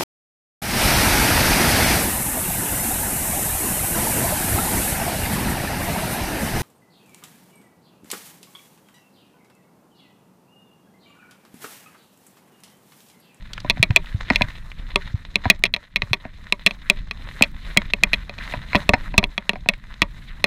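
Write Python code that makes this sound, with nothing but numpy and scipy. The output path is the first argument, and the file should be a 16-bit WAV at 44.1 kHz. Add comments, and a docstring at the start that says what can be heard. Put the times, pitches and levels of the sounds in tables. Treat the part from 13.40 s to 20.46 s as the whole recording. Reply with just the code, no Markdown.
"""First comes a low rumble of ground and air, with the crunch of knobby tyres: a mountain bike runs fast down
a leafy dirt trail, heard from a camera strapped to the rider's chest. Rumble and crunch are shaped noise.
Stones and twigs snap, bumps thump the harness and knock the bike, and loose parts shiver after hard blows.
Loudest of all, the camera's plastic case clacks on its mount and rebounds: struck resonances that overload
the mono microphone."""
import sys
import numpy as np
from scipy import signal
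from scipy.fft import rfft, irfft, next_fast_len
from scipy.io import wavfile
from scipy.ndimage import uniform_filter1d

SR = 44100
rng = np.random.default_rng(int(sys.argv[2]) if len(sys.argv) > 2 else 0)


def inscribe(sig):
    """Save sig as 16-bit PCM at rate SR to the path in sys.argv[1].

    A 1-D sig is mono; a 2-D sig holds one channel per row.
    Samples are clipped to [-1, 1] before scaling.
    """
    pcm = np.round(np.clip(np.atleast_2d(sig).T, -1, 1) * 32767)
    wavfile.write(sys.argv[1], SR, pcm.astype(np.int16))


N = 311346  # length of the scene in samples
RING_SIZE = 4096  # samples in one struck sound


def undb(db):
    """Turn decibels into a gain."""
    return 10 ** (np.asarray(db) / 20)


def unit(x):
    """Scale a sound to an average (rms) strength of 1."""
    return x / np.sqrt(np.mean(x ** 2))


def noise():
    """Plain hiss, as long as the scene."""
    return rng.standard_normal(N)


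def level_over_time(table):
    """Join (t/s, level/dB) points with straight lines, one value per sample."""
    times, levels_db = np.transpose(table)
    return np.interp(np.arange(N) / SR, times, levels_db)


def add(track, start_s, sound):
    """Mix a sound into the track at a time, cutting off what runs past the end."""
    start = max(int(round(start_s * SR)), 0)
    part = track[start:start + len(sound)]
    part += sound[:len(part)]


def colour(x, points):
    """Shape a sound's spectrum with (f/Hz, level/dB) points, then scale it to rms 1."""
    hz, db = np.transpose(points)
    size = next_fast_len(N)
    f = np.fft.rfftfreq(size, 1 / SR)
    gain = undb(np.interp(np.log(f + 1), np.log(hz), db))
    return unit(irfft(rfft(x, size) * gain, size)[:N])


def walk(rate):
    """A smooth random wander with rms 1, taking `rate` new random values per second."""
    hold = max(int(SR / rate), 1)
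    steps = np.repeat(rng.standard_normal(N // hold + 1), hold)
    return unit(uniform_filter1d(steps, hold)[:N])


def grit(rate, spread_db):
    """Random tiny impacts, about `rate` per second, many small and a few large."""
    hit = rng.random(N) < rate / SR
    size = undb(spread_db * np.minimum(rng.exponential(size=N), 4))
    return unit(hit * size * rng.standard_normal(N))


def flutter(x, depth_db, rate):
    """Stones and leaves of different sizes take turns: each octave swells and fades on its own."""
    size = next_fast_len(N)
    spectrum = rfft(x, size)
    # octaves above 400 Hz; the outer two bands also take everything beyond them
    octave = np.clip(np.log2(np.fft.rfftfreq(size, 1 / SR) / 400 + 1e-9), 0, 4)
    total = np.zeros(N)
    for k in range(5):
        share = np.maximum(1 - np.abs(octave - k), 0)
        band = irfft(spectrum * share, size)[:N]
        total += band * undb(depth_db * walk(rate))
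    return unit(total)


def ring(modes, scatter_db, detune, tilt_db, lag_s):
    """A struck body, peak 1: each contact point favours other resonances; tilt_db per octave brightens it."""
    hz, width, db = np.transpose(modes)
    f = np.fft.rfftfreq(RING_SIZE, 1 / SR)
    level_luck, pitch_luck = rng.standard_normal((len(hz), 2)).T
    gain = undb(db + scatter_db * level_luck + tilt_db * np.log2(hz / hz[0]))
    distance = f[:, None] - hz * (1 + detune * pitch_luck)
    peaks = np.sum(gain / (1 + (2 * distance / width) ** 2), axis=1)
    # folding the cepstrum makes all ringing follow the blow
    cepstrum = irfft(np.log(peaks))
    cepstrum[1:RING_SIZE // 2] *= 2
    cepstrum[RING_SIZE // 2 + 1:] = 0
    # bending waves travel slower the lower they are, so the body arrives after the tick
    delay = lag_s * (np.sqrt(f[-1] / (f + f[1])) - 1)
    phase = 2 * np.pi * np.cumsum(delay) * f[1]
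    y = irfft(np.exp(rfft(cepstrum) - 1j * phase))
    return y / np.abs(y).max()


def scuffed(sound, share, decay_s):
    """The surfaces scrape briefly after they meet, which roughens the ring."""
    t = np.arange(RING_SIZE // 2) / SR
    scrape = rng.standard_normal(len(t)) * np.exp(-t / decay_s)
    push = share * scrape / np.linalg.norm(scrape)
    push[0] += 1  # the clean first blow
    return signal.fftconvolve(sound, push)


# how strongly air and ground shake the camera: (t/s, level/dB)
BUFFET = [(0.0, -38.5), (0.58, -25.8), (0.68, -37), (1.04, -27.5), (1.28, -39), (1.4, -35), (2.28, -33),
          (2.5, -49.5), (2.58, -38.5), (4.36, -32.5), (4.44, -34), (5.84, -28), (5.94, -40.5), (7.04, -34)]
# tone of that shaking, before its loudness is set: (f/Hz, level/dB)
RUMBLE_TONE = [(10, -32.5), (17, 1), (32, 2.5), (59, -9.5), (184, -18.5), (300, -30.5), (450, -50),
               (1100, -93.5)]


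def rumble():
    """Tyre drone and rushing air shake the case in gusts; small bumps make it lumpy."""
    shaking = noise() + 0.5 * grit(rate=40, spread_db=3.0)
    gusts_db = level_over_time(BUFFET) + 1.66 * walk(13) - 0.2
    return colour(shaking, RUMBLE_TONE) * undb(gusts_db)


# how hard the tyres crunch on the ground, before small random changes: (t/s, level/dB)
ROLL = [(0.0, -53.5), (0.06, -45.5), (0.68, -45.5), (0.74, -46), (0.92, -37.5), (1.38, -50), (1.46, -44.5),
        (2.0, -50), (2.06, -42.5), (2.32, -62.5), (2.4, -50), (2.54, -61), (2.64, -49.6), (3.62, -48),
        (3.7, -53.5), (3.86, -41), (4.16, -51.5), (4.3, -39.5), (4.62, -50.5), (4.74, -43.5), (4.9, -49),
        (5.12, -34), (5.18, -42), (5.42, -38), (5.5, -49.1), (5.66, -39.3), (5.72, -50.5), (6.44, -51.5),
        (6.82, -45), (6.92, -50.5), (6.98, -42.5), (7.04, -47)]
# tone of the crushed grit and leaves, before flutter: (f/Hz, level/dB)
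CRUNCH_TONE = [(150, -1.5), (300, -10.5), (420, -11), (780, -11), (950, -9.5), (1900, -2), (2550, -9),
               (2900, -12.5), (4080, -8), (4600, -20), (7000, -29.5), (15000, -75.5)]
# tone of the fine dirt flung up, before its loudness is set: (f/Hz, level/dB)
SPRAY_TONE = [(4000, -5), (6000, -2.5), (7500, -2), (10000, -3.5), (14000, -7.5), (15200, -12),
              (16000, -49.5)]


def tyres(spray_growth=0.89):
    """Knobs crush grit and leaves and fling fine dirt; the load varies with the uneven ground."""
    load_db = level_over_time(ROLL) + 2.0 * walk(40)
    # each grain crumbles for a moment as it is crushed
    impacts = grit(rate=450, spread_db=3.9)
    grains = unit(scuffed(impacts, share=1.45, decay_s=0.0028)[:N])
    crunch = colour(noise() + 1.2 * grains, CRUNCH_TONE)
    crunch = flutter(crunch, depth_db=3.5, rate=60)
    spray = colour(noise() + 0.7 * grit(rate=2800, spread_db=3.0), SPRAY_TONE)
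    # spray_growth: dB of spray gained per dB of load
    spray_db = spray_growth * load_db + 1.7 * walk(8.7) - 25.5
    return crunch * undb(load_db + 0.16) + spray * undb(spray_db)


# stones and twigs that snap, levels relative to each other: (t/s, level/dB, centre f/Hz)
SNAPS = [(0.1333, -17.5, 3900), (.179, -19, 1640), (0.203, -27.5, 4050), (0.507, -23, 3240),
         (.659, -30, 2700), (1.105, -30, 2160), (1.317, -30, 2290), (5.077, -24.5, 2060),
         (5.123, -24.5, 2400), (6.337, -23, 2200)]


def snaps(relative_width=0.79):
    """A stone or twig gives way in a short burst of cracks; smaller pieces crack higher and broader."""
    out = np.zeros(N)
    for start_s, db, hz in SNAPS:
        crack = ring([(hz, relative_width * hz, 0)], scatter_db=0, detune=0, tilt_db=0, lag_s=0)
        add(out, start_s, undb(db) * scuffed(crack, share=2.3, decay_s=0.0031))
    return out * undb(-2.5)


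# soft thumps through the harness: (t/s, level/dB, pitch f/Hz)
THUMPS = [(0.398, -11, 112), (0.503, -6.5, 105), (0.7455, -11.5, 95), (1.04, -19.5, 106),
          (1.742, -11, 95.5), (2.064, -13, 90), (2.632, -21.5, 110), (2.711, -17.5, 109), (5.342, -24, 65),
          (5.492, -12, 71.6), (5.532, -14, 71), (5.779, -9, 78), (6.618, -20, 69.6)]


def harness_thumps(swell_s=0.0042):
    """The padded harness bounces for about two cycles, a low tone that swells and dies away."""
    out = np.zeros(N)
    t = np.arange(RING_SIZE) / SR
    bounce = (t / swell_s * np.exp(1 - t / swell_s)) ** 1.11
    for start_s, db, hz in THUMPS:
        add(out, start_s, undb(db) * bounce * np.sin(2 * np.pi * hz * t))
    return out


# bumps that knock the bike, levels relative to each other: (t/s, level/dB, brightness/dB per octave)
KNOCKS = [(0.246, -20.5, -4), (.371, -27, -0.5), (.506, -19, 3), (0.901, -0.5, 7.5), (0.905, -9.5, -1),
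          (1.009, -10, -1), (2.054, -11, -1.5), (2.851, -24.5, -2), (4.009, -13, -2.5), (4.365, -16, -1),
          (4.628, -27, -3), (5.137, -13.5, 1.5), (5.331, -11.5, 6.5), (5.347, -5.5, -0.5), (5.535, -3.5, 2),
          (5.539, -2.5, 11), (5.74, -21, .5), (5.828, -18, 1), (6.156, -25, 2), (6.259, -26, -2.5)]
# resonances of the bike, before each knock shifts them a little: (f/Hz, width/Hz, level/dB)
BIKE = [(118, 110, -5), (250, 80, 2), (428, 180, -28.5), (618, 130, -4.5), (746.5, 93, -2), (973, 81, 0.5),
        (1390, 560, -20.5), (1810, 440, -10.5), (2120, 310, -13.5), (2470, 310, -13), (4130, 320, -23),
        (5180, 120, -34.5)]


def bike_knocks():
    """Fork, frame and chain take the bumps: duller and longer than the case, with a short chatter."""
    out = np.zeros(N)
    for start_s, db, bright_db in KNOCKS:
        knock = ring(BIKE, scatter_db=1.8, detune=0.014, tilt_db=bright_db, lag_s=0.000517)
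        add(out, start_s, undb(db) * scuffed(knock, share=0.61, decay_s=0.0049))
    return out * undb(2.5)


# tone of the loose parts, before its loudness is set: (f/Hz, level/dB)
SHIVER_TONE = [(120, -6.5), (300, 7.5), (1900, -1.5), (2600, -20.5), (5000, -19)]


def shiver(blows, decay_s, shiver_db):
    """Straps, cables and loose parts keep shaking for a moment after each blow."""
    t = np.arange(2 * RING_SIZE) / SR
    tail = colour(noise(), SHIVER_TONE)[:len(t)] * np.exp(-t / decay_s)
    tail /= np.linalg.norm(tail)
    return undb(shiver_db) * signal.fftconvolve(blows, tail)[:N]


def rebounds(start_s, db, loss_db, count=3):
    """A blow and its rebounds as (t/s, level/dB): each flight is shorter and each landing weaker."""
    first_flight_s, shrink, settle_db = 0.0063, 0.72, 1  # settle_db: loss that grows with each rebound
    for k in range(count):
        yield start_s, db
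        start_s += first_flight_s * shrink ** k
        db -= loss_db + k * settle_db


# blows of the case on its mount, levels relative to each other; the faint one at 6.1333 s, mostly hollow body,
# is a knock of the bike: # (t/s, level/dB, extra level of the hollow body/dB, basic loss per rebound/dB)
CLACKS = [(0.2986, 5.5, -1.5, 8), (0.428, 6.5, 0, 7.5), (0.561, 7.5, 0.5, 8), (0.9588, 2, -5.5, 18),
          (1.0197, 0.5, -19, 27), (1.5585, 4, 7, 27), (1.9567, 1, 1, 18), (2.0999, 14, -3, 10.5),
          (2.238, 7.5, -4, 34), (2.2538, -3, -2, 5), (2.339, -0.5, -2.5, 11), (2.3634, -11.5, 5, 20),
          (2.5597, -0.5, -0.5, 9.5), (2.62, -4.5, 2.5, 22), (2.7322, 1.5, 1, 8), (3.1239, 1.5, 3, 27),
          (3.2631, 7.5, -0.5, 5), (3.309, -11, 3.5, 22), (3.499, 10, 1, 17.5), (3.7108, -9, 1.5, 15),
          (4.0231, 10.5, -4, 21), (4.0365, -4, 0, 11), (4.3726, 9.5, -2.5, 36), (4.5356, -0.5, 1.5, 27),
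          (4.6353, 7.5, 2.5, 21), (4.7325, 2.5, -0.5, 5), (4.895, -16, 12.5, 19), (4.986, -19.5, 5, 25),
          (5.3541, 2, 8, 6.5), (5.4919, 6, 10.5, 29), (5.7794, 10, 3.5, 9), (5.84, -1.5, 5.5, 22),
          (5.9789, -4.5, 7, 21), (6.0933, 2, 3, 20.5), (6.1333, -21, 18.5, 26), (6.288, 7.5, 0.5, 13.5),
          (6.6189, 7, 5.5, 11), (7.0417, 5.5, 4, 18)]
# resonances of the plastic case, before each blow shifts them a little: (f/Hz, width/Hz, level/dB)
CASE = [(200.6, 61, -3), (303.5, 22, -9.5), (406.6, 47, -10), (574, 32.5, -8), (668, 140, -10.5),
        (952, 50.5, -11.5), (1159, 212, -13), (1944, 283, -3.5), (2156, 53, -7.5), (2441, 143, -0.5),
        (2569, 345, 1.5), (3369, 194, -3.5), (4035, 530, -5.5), (5350, 264, -19.5), (6250, 260, -25.5),
        (8700, 300, -51), (9170, 840, -35), (12900, 2100, -39.5)]


def case_clacks():
    """Hard plastic on plastic: a few ms of bright ring over a hollow body, which square-on blows excite most."""
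    out = np.zeros(N)
    hz, width, mode_db = np.transpose(CASE)
    hollow = hz < 1500  # the low resonances belong to the hollow body
    for first_s, first_db, body_db, loss_db in CLACKS:
        modes = np.column_stack([hz, width, mode_db + body_db * hollow])
        for start_s, db in rebounds(first_s, first_db, loss_db):
            clack = ring(modes, scatter_db=2.5, detune=0.018, tilt_db=0.65, lag_s=0.0002546)
            add(out, start_s, undb(db) * scuffed(clack, share=0.49, decay_s=0.0023))
    return out * undb(-1.01)


def scene():
    """Everything reaches one microphone inside the case, so both channels are the same."""
    background = rumble() + tyres() + snaps() + harness_thumps()
    blows = bike_knocks() + case_clacks()
    mono = background + shiver(blows, decay_s=0.015, shiver_db=-24.0) + blows
    return np.array([mono, mono])


def record(dry, ceiling=0.96, knee=4.55):
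    """Sounds too loud for the input are flattened towards a ceiling; then the top treble is cut."""
    clipped = dry / (1 + np.abs(dry / ceiling) ** knee) ** (1 / knee)
    top_hz = 15800
    low_pass = signal.ellip(8, 0.2, 70, top_hz, fs=SR, output="sos")
    return signal.sosfilt(low_pass, clipped)


dry = scene()
out = record(dry)
inscribe(out)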